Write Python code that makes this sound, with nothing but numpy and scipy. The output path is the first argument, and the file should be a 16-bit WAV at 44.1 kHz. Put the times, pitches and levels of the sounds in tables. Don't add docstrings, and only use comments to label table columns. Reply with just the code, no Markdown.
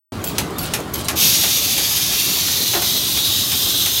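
import sys
import numpy as np
from scipy import signal
from scipy.fft import rfft, irfft, next_fast_len
from scipy.io import wavfile
from scipy.ndimage import uniform_filter1d, map_coordinates

SR = 44100
rng = np.random.default_rng(int(sys.argv[2]) if len(sys.argv) > 2 else 0)


def inscribe(sig):
    pcm = np.round(np.clip(np.atleast_2d(sig).T, -1, 1) * 32767)
    wavfile.write(sys.argv[1], SR, pcm.astype(np.int16))


N = 176400

CLACKS = [(.3825, -16.5), (0.7366, -16.5), (1.0839, -16), (1.436, -15.5), (1.779, -16), (2.124, -19),
          (2.482, -19), (2.82, -16.5), (3.173, -18.5), (3.518, -16.5), (3.86, -16)]
STEEL_COLOUR = [(150, -30), (400, -7), (800, -0.5), (1200, -6), (1800, -1), (2450, 1.5), (4000, -0.5),
                (6500, 0.5), (8500, -3.5), (12000, 0.5), (15500, -11)]
STEEL_MODES = [(808, 32, -6.5), (2445, 55, 3.5), (3935, 100, 2), (4210, 120, -3), (6220, 99, 1),
               (8100, 76, 0), (8800, 35, -9), (9330, 100, -6), (9700, 110, -8)]
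FRAME_COLOUR = [(150, -16), (450, -2.5), (800, 0.5), (1200, -2), (1700, 0), (2600, 0), (4000, -11),
                (8000, -30)]
TICKS = [(0.2405, -20.5), (.505, -35), (.5838, -21), (.6612, -25), (0.802, -28.5), (.94, -23), (1.007, -30),
         (1.045, -26), (1.0513, -31)]
TICK_COLOUR = [(1500, -11), (4500, -5), (6400, 1), (9000, 0), (12000, -1), (15500, -4)]

HISS_FAR = [(400, -34), (1500, -17), (2400, -4), (3300, -1), (4000, -4.5), (5000, 1.5), (6600, 1.5),
            (7800, -5.5), (9000, -4.5), (10300, -5.5), (11500, -1), (13000, -1), (15700, -7)]
HISS_FAR_MODES = [(2450, 330, -8), (4550, 190, 4), (5800, 250, -1), (6600, 200, -7), (11570, 600, -5.5)]
HISS_NEAR = [(400, -30), (1600, -15), (2500, -8.5), (3200, -1.5), (4000, -0.5), (4900, -1.5), (6400, -.5),
             (7800, -9), (9300, -5), (10500, -8), (13200, -1.5), (15700, -8)]
HISS_DIP = [(1.2, 14000), (1.9, 13700), (2.5, 12600), (2.9, 11700), (4, 10500)]
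JET_BAND = [(1.2, 3600, -24), (1.6, 3640, -23), (2.25, 3650, -25), (2.45, 4000, -23.5), (2.67, 3860, -20.5),
            (2.79, 3870, -28), (2.9, 3850, -20.5), (3.12, 3730, -23.5), (3.35, 3700, -19.5),
            (3.48, 3680, -23), (3.7, 3700, -20.5), (3.98, 3720, -20.5)]
SPRAY_COLOUR = [(2000, -25), (5500, -14), (8500, -3), (10300, -8), (11500, 0), (12800, 7), (13700, -7),
                (15500, -6)]

PUFFS = [(0.24, -31, 0.056, 3.5), (0.582, -31.5, 0.088, 4), (0.937, -30.5, 0.077, 1)]
PUFF_COLOUR = [(500, 10), (1500, -4), (3000, 8.5), (5000, 6.5), (7000, 1), (10000, -0.5), (12000, -11),
               (15500, -5)]
WHISTLE_MODES = [(4730, 110, -13), (7400, 82, -3.5), (8100, 48, -6), (10800, 56, -8), (11310, 58, 3.5),
                 (11800, 160, 2), (13800, 39, 4), (14800, 36, -5), (15700, 39, 1)]

JUDDER_MODES = [(333, 70, -2), (410, 60, -2.5), (580, 210, -4), (750, 110, -2.5), (1320, 250, -17),
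                (1740, 69, -8), (2600, 160, -16)]
CLINKS = [(.2177, 6800, -43, 0.11), (.562, 3650, -34.5, 0.074), (.592, 4540, -31, 0.14),
          (.94, 6330, -17.5, 0.023), (.948, 4660, -35, 0.091), (1.048, 8740, -29, 0.12),
          (1.045, 4010, -34, .18)]

RUMBLE_COLOUR = [(25, -55), (40, -25), (60, -6), (90, -3.5), (170, -2.5), (300, -2), (390, -3.5),
                 (500, -10.5), (1250, -12), (1700, -19), (2800, -21), (3900, -21.5), (5000, -27),
                 (9000, -32), (10100, -30), (11200, -37), (13000, -32), (15500, -38)]
DRIVE_COLOUR = [(25, -42), (38, -21), (55, -5), (100, 5.5), (160, -3), (400, -24), (2000, -70)]
HUM_TONES = [(75.4, -46), (172.3, -41.5), (729, -48), (1164, -51)]
BUMPS = [(.425, -31), (0.784, -23.5), (1.128, -24), (1.25, -29.5), (2.599, -25.5), (2.945, -23),
         (3.66, -25)]
BUMP_COLOUR = [(60, -22), (150, -7), (330, 4.5), (650, -4.5), (1500, -15), (5000, -60)]
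HALL_DECAY = [(200, .7), (2000, 0.19), (6000, 0.25), (12000, .16)]


def clacks(slide_s=.037):
    blows = sum(amp(db) * (burst(s, t60=.15) + amp(-.5) * burst(s, t60=.017)) for s, db in CLACKS)
    frame = sum(amp(db - 8) * burst(s, t60=.2, rise=.004) for s, db in CLACKS)
    slides = amp(-35.5) * sum(burst(s - slide_s, t60=slide_s, hold=slide_s, rise=.01) for s, _ in CLACKS)
    ticks = sum(amp(db) * burst(s, t60=.043) for s, db in TICKS)
    steel = ringing(STEEL_COLOUR, STEEL_MODES, ring_db=-8)
    return blows * steel + frame * noise(FRAME_COLOUR) + slides * noise(PUFF_COLOUR) + ticks * noise(TICK_COLOUR)


def vent(open_s=1.151, rise_s=.053, move_s=(2.15, 2.82)):
    age = np.maximum(clock() - open_s, 0)
    near = np.interp(clock(), move_s, [0, 1])
    far_hiss = ringing(HISS_FAR, HISS_FAR_MODES, ring_db=-8.5)
    hiss = np.sqrt(1 - near) * far_hiss + np.sqrt(near) * noise(HISS_NEAR)
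    hiss = moving_filter(hiss, lambda hz, t: amp(-1.5 * bell_curve(hz, t, HISS_DIP, width_hz=320)))
    surge_db = 1.2 * np.exp(-(age / .15) ** 2)
    hiss = patchy(hiss, depth_db=2.4, bands=3, frames=24) * amp(-13.5 + surge_db)
    times, _, jet_db = np.transpose(JET_BAND)
    jet = moving_filter(rng.standard_normal(N), lambda hz, t: bell_curve(hz, t, JET_BAND, width_hz=605))
    jet = patchy(jet, depth_db=2.4, bands=2, frames=12) * amp(2.5 + np.interp(clock(), times, jet_db))
    spray = amp(-19) * burst(open_s, t60=.5, hold=.08, rise=rise_s) * noise(SPRAY_COLOUR)
    flow = np.minimum(age / rise_s, 1) * amp(.92 * wobble(40))
    return flow * (hiss + jet) + spray


def valve_puffs(scatter_db=2.5):
    spurts = sum(amp(db) * burst(s, t60=.24, hold=hold, rise=.0026) for s, db, hold, _ in PUFFS)
    air = spurts * patchy(noise(PUFF_COLOUR), depth_db=3, bands=4, frames=10)
    for s, db, _, above_db in PUFFS:
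        modes = [(hz, width, level + scatter_db * rng.standard_normal())
                 for hz, width, level in WHISTLE_MODES]
        whistle = patchy(resonate(rng.standard_normal(N), modes), depth_db=4, bands=8, frames=2)
        air += amp(db + above_db) * burst(s, t60=.14, hold=.047) * whistle
    flutter_db = 1.6 * wobble(109.5) + 2.4 * wobble(500)
    return air * amp(flutter_db)


def bottle_judder(slip_hz=390.2, roughness=.2):
    slip_count = np.cumsum(slip_hz * np.exp(roughness * wobble(400))) / SR
    slips = np.diff(np.floor(slip_count), prepend=0) * amp(2.2 * wobble(300))
    groan = amp(-16.5) * burst(2.735, t60=.15, hold=.021, rise=.018) * resonate(slips, JUDDER_MODES)
    scrape = amp(-18) * burst(2.731, t60=.14, rise=.006) * noise(FRAME_COLOUR)
    return groan + scrape


def bottle_clinks(rattles_per_s=45, middle_hz=1091, rattle_t60=.093):
    when, pitch, strength = rng.random((int(rattles_per_s * N / SR), 3)).T
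    octaves = .45 * np.log(pitch / (1 - pitch)).clip(-3, 3)
    levels_db = -40 - 3.5 * octaves + 8 * (strength - .5)
    rattles = zip(when * N / SR, middle_hz * 2 ** octaves, levels_db)
    glass = np.zeros(N + SR)
    for s, hz, db, t60 in list(CLINKS) + [(*row, rattle_t60) for row in rattles]:
        ring = amp(db) * ping(hz, t60)
        glass[int(s * SR):][:len(ring)] += ring
    return glass[:N] * amp(3.2 * wobble(150))


def machine():
    rumble = amp(-28.5) * patchy(noise(RUMBLE_COLOUR), depth_db=2.5, bands=3, frames=6)
    drive = amp(np.linspace(-39, -31, N)) * noise(DRIVE_COLOUR)
    hum = sum(amp(db) * np.sqrt(2) * np.sin(2 * np.pi * hz * clock() + .98 * wobble(12))
              for hz, db in HUM_TONES)
    bumps = sum(amp(db) * burst(s, t60=.23, rise=.008) for s, db in BUMPS) * noise(BUMP_COLOUR)
    return rumble + drive + hum + bumps


def hall_echo(x):
    hz, t, spectrum = signal.stft(rng.standard_normal(SR // 2), SR, nperseg=256)
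    fade = amp(-60 * t / along(HALL_DECAY, hz)[:, None])
    tail = signal.istft(spectrum * fade, SR, nperseg=256)[1]
    return signal.fftconvolve(x, tail / np.linalg.norm(tail))[:N]


def amp(db):
    return 10 ** (np.asarray(db) / 20)


def unit(x):
    return x / np.sqrt(np.mean(x ** 2) + 1e-20)


def along(points, hz):
    freqs, values = np.transpose(points)
    return np.interp(np.log(hz + 1), np.log(freqs + 1), values)


def clock():
    return np.arange(N) / SR


def wobble(rate):
    return map_coordinates(rng.standard_normal(int(N * rate / SR) + 4), [clock() * rate])


def burst(start, t60, hold=0, rise=.0004):
    t = clock() - start
    return np.clip(t / rise, 0, 1) * amp(-60 * np.maximum(t - rise - hold, 0) / t60)


def ping(hz, t60):
    t = np.arange(SR // 3) / SR
    return np.sqrt(2) * np.sin(2 * np.pi * hz * t) * amp(-60 * t / t60)


def filtered(x, gain):
    size = next_fast_len(N + SR // 2)
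    return irfft(rfft(x, size) * gain(np.fft.rfftfreq(size, 1 / SR)), size)[:N]


def noise(colour):
    return unit(filtered(rng.standard_normal(N), lambda hz: amp(along(colour, hz))))


def resonate(x, modes):
    def gain(f):
        return sum(amp(db) * 1j * f * width / (hz * hz - f * f + 1j * f * width)
                   for hz, width, db in modes)
    return unit(filtered(x, gain))


def ringing(colour, modes, ring_db):
    return unit(noise(colour) + amp(ring_db) * resonate(rng.standard_normal(N), modes))


def patchy(x, depth_db, bands, frames):
    spectrum = signal.stft(x, nperseg=1024)[2]
    patches = uniform_filter1d(rng.standard_normal(spectrum.shape), bands, axis=0)
    patches = uniform_filter1d(patches, frames, axis=1)
    return unit(signal.istft(spectrum * amp(depth_db * unit(patches)), nperseg=1024)[1][:N])


def moving_filter(x, gain):
    hz, t, spectrum = signal.stft(x, SR, nperseg=1024)
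    return signal.istft(spectrum * gain(hz[:, None], t), SR, nperseg=1024)[1][:N]


def bell_curve(hz, t, path, width_hz):
    times, centres = np.transpose(path)[:2]
    return np.exp(-((hz - np.interp(t, times, centres)) / width_hz) ** 2)


def scene():
    short_sounds = clacks() + valve_puffs() + bottle_judder() + bottle_clinks()
    mono = machine() + vent() + short_sounds + amp(-10) * hall_echo(short_sounds)
    return np.array([mono, mono])


def record(dry):
    threshold_db, cut_per_db, react_s = -22, .54, .35
    start_s, peak_limit, top_hz = .121, .61, 15850
    level_db = 10 * np.log10(np.abs(uniform_filter1d(dry[0] ** 2, size=1024)) + 1e-12)
    excess_db = np.maximum(level_db - threshold_db, 0)
    smoothing = np.exp(-1 / (react_s * SR))
    cut_db = signal.lfilter([1 - smoothing], [1, -smoothing], cut_per_db * excess_db)
    x = dry * amp(-cut_db) * (clock() > start_s)
    x = x / (1 + (x / peak_limit) ** 6) ** (1 / 6)
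    return np.array([filtered(channel, lambda hz: hz < top_hz) for channel in x])


dry = scene()
out = record(dry)
inscribe(out)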